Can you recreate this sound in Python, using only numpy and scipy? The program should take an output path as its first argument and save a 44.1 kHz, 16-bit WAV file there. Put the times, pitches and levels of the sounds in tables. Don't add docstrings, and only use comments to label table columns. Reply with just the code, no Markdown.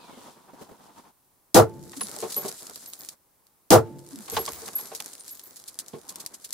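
import sys
import numpy as np
from scipy import signal
from scipy.fft import rfft, irfft, next_fast_len
from scipy.io import wavfile
from scipy.ndimage import uniform_filter1d, map_coordinates

SR = 44100
rng = np.random.default_rng(int(sys.argv[2]) if len(sys.argv) > 2 else 0)


def pcm_store(signal):
    levels = np.round(np.clip(np.atleast_2d(signal), -1, 1) * 32767)
    wavfile.write(sys.argv[1], SR, levels.astype(np.int16).T)


N = 288325

# start in seconds, level in dB.
SHOTS = [(1.5442, 0), (3.7044, 0)]
CRACK_SHAPE = (0, .0003, .003, .02, -11)
FIZZ_SHAPE = (.002, .005, .035, .118, -16)
BOOM_SHAPE = (.0025, .005, .058, .135, -11)
ROLL_SHAPE = (.03, .03, .08, 1.05, -37.5)
SLIDE_SHAPE = (0, .002, .14, .7, -57.5)
# pitch in Hz, level in dB, peak time and fade in seconds.
HOLLOW_NOTES = [(107, -17.5, .055, .25), (330, -7.5, .009, .09), (350, -13, .054, .12),
                (505, -6, .036, .08), (450, -15, .075, .17), (630, -12, .06, .07), (790, -16, .035, .1)]
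# pitch in Hz, level in dB, fade in seconds.
METAL_RINGS = [(345, -35, 1.3), (877, -34, .7)]
# delay and length in seconds, start and end pitch in Hz, level in dB.
ECHOES = [(.27, .13, 145, 135, -44), (.437, .032, 265, 285, -37), (.487, .07, 245, 185, -39.5)]

# hiss and patter in dB, usual flight and end time in seconds.
SHOWERS = [(-41.3, -48.5, .7, 3.14), (-44, -49.5, .82, 6.6)]
# start in seconds, level in dB.
PEBBLES = [(2.0087, -20), (2.114, -25), (2.7581, -23), (2.8604, -28), (2.9337, -23), (3.0874, -20),
           (3.4675, -43), (4.1577, -30), (4.2986, -19), (4.4618, -17), (4.8567, -27), (4.9496, -23),
           (5.0025, -18), (5.0594, -23), (5.1317, -30), (5.2794, -27), (5.3944, -28), (5.5593, -32),
           (5.7887, -15), (5.882, -27), (6.1574, -22), (6.2617, -17.5), (6.5059, -26)]
CLODS = [(1.964, -36), (2.297, -33), (2.318, -30), (2.455, -33), (2.478, -28), (4.655, -36), (4.947, -30),
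         (5.288, -38), (5.562, -40), (5.677, -33), (5.793, -32), (6.087, -31), (6.197, -33), (6.337, -37),
         (6.441, -33), (6.525, -21)]
PACKAGE_THUDS = [(4.33, -31), (4.52, -43)]
STEPS = [(0.124, -37), (0.172, -35), (0.531, -36), (0.611, -30), (0.687, -38), (0.71, -35)]
# start in seconds, level in dB, favoured pitch in Hz.
KNOCKS = [(1.933, -35, 1600), (2.009, -26, 1400), (2.162, -35, 470), (2.224, -20, 470), (2.365, -27, 484),
          (2.444, -22.5, 410), (4.28, -34, 1100), (4.319, -26, 420), (4.367, -14, 930), (4.385, -26, 360),
          (4.478, -23, 1100), (4.616, -35, 428), (4.68, -32, 1400), (4.789, -35, 1030), (4.916, -31, 720),
          (5.002, -29, 2200), (5.933, -27.5, 290)]
# pitch in Hz, width in Hz, level in dB.
BOARD_NOTES = [(135, 60, -7), (240, 70, -8), (370, 30, -4), (455, 20, 2), (585, 45, -7), (770, 80, -6),
               (870, 60, -7), (1090, 80, -7), (1400, 200, -15), (3400, 3000, -15)]
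# start in seconds, level in dB, pitch in Hz,
# first hop in seconds (0 for a single ping with no hops added).
CASES = [(2.012, -19, 10300, 0), (2.365, -18.5, 11800, .508), (4.3156, -28, 11600, 0),
         (4.3914, -25, 11500, .12), (4.7531, -17.5, 11500, .555), (5.197, -37, 9100, 0)]
# middle and half length in seconds, level in dB.
SWINGS = [(.08, .1, -60), (.26, .09, -54), (.625, .035, -54), (.85, .04, -60), (.982, .035, -58),
          (6.17, .12, -58)]

# frequency in Hz, level in dB.
CRACK_TONE = [(300, -25), (2500, -12), (5500, 0), (10000, -2), (16000, -14)]
FIZZ_TONE = [(800, -30), (1800, -2), (2700, -3), (4500, 0), (11000, -1), (15500, -6)]
BOOM_TONE = [(30, -34), (70, -11), (110, 0), (215, -6), (340, 0), (760, 0), (1000, -6), (1350, -8.5),
             (1900, -23), (4000, -45)]
ROLL_TONE = [(30, -24), (130, 0), (300, -2), (550, -9), (750, -18), (2500, -35), (15000, -44)]
SAND_TONE = [(700, -35), (1800, -16), (2700, -15), (4200, -3.5), (6000, -3.5), (7300, 0), (11500, -3),
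             (15500, -14)]
PATTER_TONE = [(35, -30), (70, -10), (252, -2), (650, -5), (1300, -7), (2300, -15), (4000, -45)]
PEBBLE_TONE = [(400, -15), (2500, -14), (4000, -3), (8500, 0), (12000, -3), (16000, -15)]
WOOD_SLAP_TONE = [(400, -12), (1150, 1), (1900, -7), (3600, 0), (7000, -5), (13000, -20)]
SCUFF_TONE = [(50, -23), (200, 0), (620, -6), (950, 2), (1200, -6), (1900, -17), (6000, -35)]
CLOTH_TONE = [(1500, -16), (3300, 0), (9500, -1), (15000, -12)]
STEP_TONE = [(60, -20), (230, 0), (650, -7), (2800, -32)]
SLIDE_TONE = [(1500, -14), (2350, -17), (2600, 6), (2900, -12), (3700, 0), (4700, -1), (5700, -16),
              (12000, -28)]
AIR_TONE = [(25, -6), (60, 0), (300, -1), (700, -5), (950, 0), (1400, -9), (2800, -15), (7000, -11.5),
            (10000, -7)]
# frequency in Hz, likeness (1 the same, 0 unrelated).
STEREO_LIKENESS = [(130, .3), (380, .75), (900, .45), (4500, .4), (8500, -.1), (15000, 0)]

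SAND_OCTAVES, GRAIN_OCTAVES = .65, .55


def shots():
    out, t = np.zeros((2, N)), np.arange(SR) / SR
    early = t[:SR // 3]
    boom = pit_boom(early)
    echoes = far_echoes(t)
    metal = sum(amp(db - 60 * t / t60) * np.sin(2 * np.pi * hz * t) for hz, db, t60 in METAL_RINGS)
    for s, db in SHOTS:
        crack = noise(CRACK_TONE, len(early)) * burst(early, *CRACK_SHAPE)
        fizz = noise(FIZZ_TONE, len(early), spiky_db=2) * burst(early, *FIZZ_SHAPE)
        roll = noise(ROLL_TONE, len(t)) * burst(t, *ROLL_SHAPE) * amp(2 * wobble(35, len(t)))
        add(out, s, amp(db) * (crack + fizz + boom))
        add(out, s, amp(db) * (echoes + metal + roll))
    return out


def pit_boom(t, wander=.75, build_s=.013):
    out = steady(noise(BOOM_TONE, len(t)), .012) * burst(t, *BOOM_SHAPE)
    for hz, db, peak_s, t60 in HOLLOW_NOTES:
        swell = np.exp(-(np.minimum(t - peak_s, 0) / min(build_s, peak_s / 2)) ** 2)
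        fade = amp(db - 60 * np.maximum(t - peak_s, 0) / t60)
        phase = 2 * np.pi * (hz * t + rng.random()) + wander * stereo_wobble(55, len(t))
        out += swell * fade * np.sin(phase)
    return out


def far_echoes(t, rough=.6, flutter_per_s=90):
    out = np.zeros((2, len(t)))
    flutter = lambda: rough * stereo_wobble(flutter_per_s, len(t))
    for delay, length, start_hz, end_hz, db in ECHOES:
        progress = np.clip((t - delay) / length / 2 + .5, 0, 1)
        phase = 2 * np.pi * np.cumsum(start_hz + (end_hz - start_hz) * progress) / SR
        rumble = np.sin(phase) * (1 + flutter()) + np.cos(phase) * flutter()
        out += amp(db) * np.sin(np.pi * progress) ** 4 * rumble
    return out


def grit(tick_db=-3, ticks_per_s=70, tick_scatter_db=5.5, clump_db=2):
    hiss_gain, patter_gain = np.zeros((2, N))
    for (shot_s, _), (hiss_db, patter_db, flight_s, end_s) in zip(SHOTS, SHOWERS):
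        hiss_gain += amp(hiss_db) * grit_flow(shot_s, flight_s, end_s, SAND_OCTAVES)
        patter_gain += amp(patter_db) * grit_flow(shot_s, flight_s, end_s, GRAIN_OCTAVES)
    landings = rng.random(N) < ticks_per_s / SR
    strengths = amp(tick_scatter_db * np.clip(rng.standard_normal(N), -2, 2))
    contacts = signal.lfilter([1], [1, -np.exp(-1 / (.0007 * SR))], landings * strengths)
    ticks = spread(contacts * rng.standard_normal((2, N)), lambda hz: amp(along(PEBBLE_TONE, hz)))
    sand = amp(clump_db * wobble(40, N) - 1.7) * noise(SAND_TONE, N, spiky_db=3)
    patter = amp(2.5 * wobble(35, N)) * noise(PATTER_TONE, N, spiky_db=5)
    return hiss_gain * (sand + amp(tick_db) * ticks) + patter_gain * patter


def grit_flow(shot_s, flight_s, end_s, octaves, first_landing_s=.26, trickle_db=-11.8):
    age = np.maximum(np.arange(N) / SR - shot_s, 1e-3)
    onset = 1 / (1 + (first_landing_s / age) ** 8)
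    shower = onset * np.exp(-(np.log2(age / flight_s) / octaves) ** 2 / 2)
    trickle = amp(trickle_db) * np.minimum(age / flight_s, 1) ** .85
    return np.hypot(shower, trickle) * until(end_s)


def pebbles(snap_db=-2.8, crunch_db=-17, strays_per_shot=28, stray_db=-35, shortest_flight_s=.22):
    out, t = np.zeros((2, N)), np.arange(SR // 8) / SR
    stones = list(PEBBLES)
    for (shot_s, _), (_, _, flight_s, end_s) in zip(SHOTS, SHOWERS):
        flow = grit_flow(shot_s, flight_s, end_s, SAND_OCTAVES)
        for _ in range(strays_per_shot):
            s = rng.uniform(shot_s + shortest_flight_s, min(end_s, N / SR))
            flow_db = 20 * np.log10(flow[int(s * SR)])
            stones.append((s, rng.normal(stray_db, 3) + .4 * flow_db))
    for s, db in stones:
        snap = steady(noise(PEBBLE_TONE, len(t)), .002)
        snap *= burst(t, .0005, .0002, .0006, .0055, db + snap_db)
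        crunch = noise(PEBBLE_TONE, len(t), spiky_db=4) * burst(t, 0, .001, .005, .045, db + crunch_db)
        add(out, s, snap + crunch, pan_db=rng.normal(0, 2))
    return out


def pallet(knock_db=-8, focus_octaves=1.05, slap_db=-10.5, hard_hz=950, soft_hz=500):
    out, t = np.zeros((2, N)), np.arange(SR // 4) / SR
    for s, db, spot_hz in KNOCKS:
        colour = lambda hz: boards(hz) / (1 + (np.log2((hz + 1) / spot_hz) / focus_octaves) ** 2)
        stiffness = max(spot_hz / soft_hz, 1)
        clatter = rng.standard_normal((2, len(t))) * burst(t * stiffness, 0, .0003, .016, .12, 0)
        ring = spread(clatter, colour)
        loudest = np.sqrt(uniform_filter1d(np.mean(ring ** 2, axis=0), SR // 80).max())
        hardness = min(spot_hz / hard_hz, 1) ** 3
        slap = noise(WOOD_SLAP_TONE, len(t), spiky_db=3)
        slap *= burst(t * stiffness ** 2, 0, .001, .025, .19, db + slap_db)
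        add(out, s - .001, amp(db + knock_db) * ring / loudest + hardness * slap)
    for s, db in PACKAGE_THUDS:
        thud = steady(noise([(35, -25), (80, 0), (220, -22)], len(t)), .03)
        add(out, s, thud * burst(t, 0, .006, .03, .3, db))
    return out


def boards(hz):
    return sum((-1) ** k * amp(db) * 1j * hz * width / (pitch ** 2 - hz ** 2 + 1j * hz * width)
               for k, (pitch, width, db) in enumerate(BOARD_NOTES))


def brass(upper_hz=15300, hop_ratio=.23, hop_loss_db=16, shimmer=.95, roughness=1.7):
    out, t = np.zeros((2, N)), np.arange(SR // 3) / SR
    strike = burst(t, 0, .0002, .007, t60=.1, db=-1)
    tumble = burst(t, 0, .01, .04, t60=.3, db=-20)
    upper = burst(t, 0, .001, .05, t60=.22, db=-48.5)
    for s, db, hz, hop_s in CASES:
        if not hop_s:
            add(out, s, amp(db) * case_note(t, hz, roughness) * strike)
            continue
        for hop in range(3):
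            landing_s = s + hop_s * (1 - hop_ratio ** hop) / (1 - hop_ratio)
            ping = amp(db - hop_loss_db * np.sqrt(hop)) * case_note(t, hz, shimmer)
            add(out, landing_s, ping * (strike + tumble) + upper * case_note(t, upper_hz, shimmer))
    return out


def case_note(t, hz, blur):
    side_shift = np.array([[0], [np.pi / 3]])
    phase = 2 * np.pi * hz * t + blur * wobble(500, len(t)) + side_shift
    return np.sin(phase) * amp(2.5 * wobble(120, len(t)))


def clods(rise_s=.004, hold_s=.01, t60=.05):
    out, t = np.zeros((2, N)), np.arange(SR // 8) / SR
    for s, db in CLODS:
        add(out, s, noise(SAND_TONE, len(t), spiky_db=3) * burst(t, 0, rise_s, hold_s, t60, db))
    return out


def shooter(shuffle_db=-65, shuffle_end_s=1.11, step_db=-7):
    clock = np.arange(N) / SR
    swings = sum(amp(db) * np.exp(-((clock - s) / half) ** 2) for s, half, db in SWINGS)
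    shuffle = amp(shuffle_db) * until(shuffle_end_s)
    scuff_gain = np.hypot(amp(4) * swings, amp(8) * shuffle)
    scuffs = amp(2.8 * wobble(40, N)) * scuff_gain * noise(SCUFF_TONE, N, spiky_db=4)
    jacket = np.hypot(swings, shuffle) * noise(CLOTH_TONE, N, spiky_db=3)
    out, t = scuffs + jacket, np.arange(SR // 5) / SR
    for s, db in STEPS:
        add(out, s, steady(noise(STEP_TONE, len(t)), .01) * burst(t, 0, .003, .009, .09, db + step_db))
    return out


def rifle_slide(sag_octaves_per_s=1.9):
    out, t = np.zeros((2, N)), np.arange(SR) / SR
    travel = np.cumsum(2 ** (-sag_octaves_per_s * t))
    sleeve = noise(SLIDE_TONE, len(t), spiky_db=2)
    scrape = np.array([map_coordinates(side, [travel], mode="wrap") for side in sleeve])
    add(out, 0, scrape * burst(t, *SLIDE_SHAPE))
    return out


def air(air_db=-64):
    return amp(air_db) * noise(AIR_TONE, N)


def amp(db):
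    return 10 ** (np.asarray(db) / 20)


def along(points, hz):
    freqs, values = np.transpose(points)
    return np.interp(np.log(hz + 1), np.log(freqs + 1), values)


def wobble(rate, size):
    knots = rng.standard_normal(4096)
    coarse = np.arange(0, size + 32, 32)
    return np.interp(np.arange(size), coarse, map_coordinates(knots, [coarse * rate / SR], mode="wrap"))


def stereo_wobble(rate, size):
    return np.array([wobble(rate, size), wobble(rate, size)])


def filtered(x, response):
    size = x.shape[-1]
    padded = next_fast_len(size + 1024, True)
    return irfft(rfft(x, padded) * response(np.fft.rfftfreq(padded, 1 / SR)), padded)[..., :size]


def spread(pair, response):
    def blend(hz):
        angle = np.arccos(np.clip(along(STEREO_LIKENESS, hz), -1, 1)) / 2
        return response(hz) * np.array([np.cos(angle), np.sin(angle)])
    mid, side = filtered(pair, blend)
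    stereo = np.array([mid + side, mid - side])
    return stereo / np.sqrt(np.mean(stereo ** 2) + 1e-20)


def noise(tone, size, spiky_db=0):
    scatter = np.clip(rng.standard_normal(size // 16 + 1), -3, 3)
    grains = amp(spiky_db * np.repeat(scatter, 16)[:size])
    return spread(grains * rng.standard_normal((2, size)), lambda hz: amp(along(tone, hz)))


def steady(x, span):
    power = uniform_filter1d(np.mean(x ** 2, axis=0), max(int(span * SR), 2))
    return x / np.sqrt(np.abs(power) + 1e-9)


def burst(t, delay, rise, hold, t60, db):
    age = np.maximum(t - delay, 0)
    fade = np.exp(-np.logaddexp(0, np.log(1e6) * (age - hold) / t60) / 2)
    return amp(db) * (1 - np.exp(-age / rise)) * fade


def until(end_s, soften_s=.012):
    return (1 - np.tanh((np.arange(N) / SR - end_s) / soften_s)) / 2


def add(out, s, x, pan_db=0):
    start = max(round(s * SR), 0)
    panned = x * amp([[pan_db / 2], [-pan_db / 2]])
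    out[:, start:start + x.shape[-1]] += panned[:, :N - start]


def scene():
    return shots() + shooter() + rifle_slide() + grit() + pebbles() + clods() + pallet() + brass() + air()


def record(dry):
    rounded = dry / (1 + dry ** 6) ** (1 / 6)
    return filtered(rounded, lambda hz: 1 / np.sqrt(1 + (hz / 15700) ** 160))


dry = scene()
out = record(dry)
pcm_store(out)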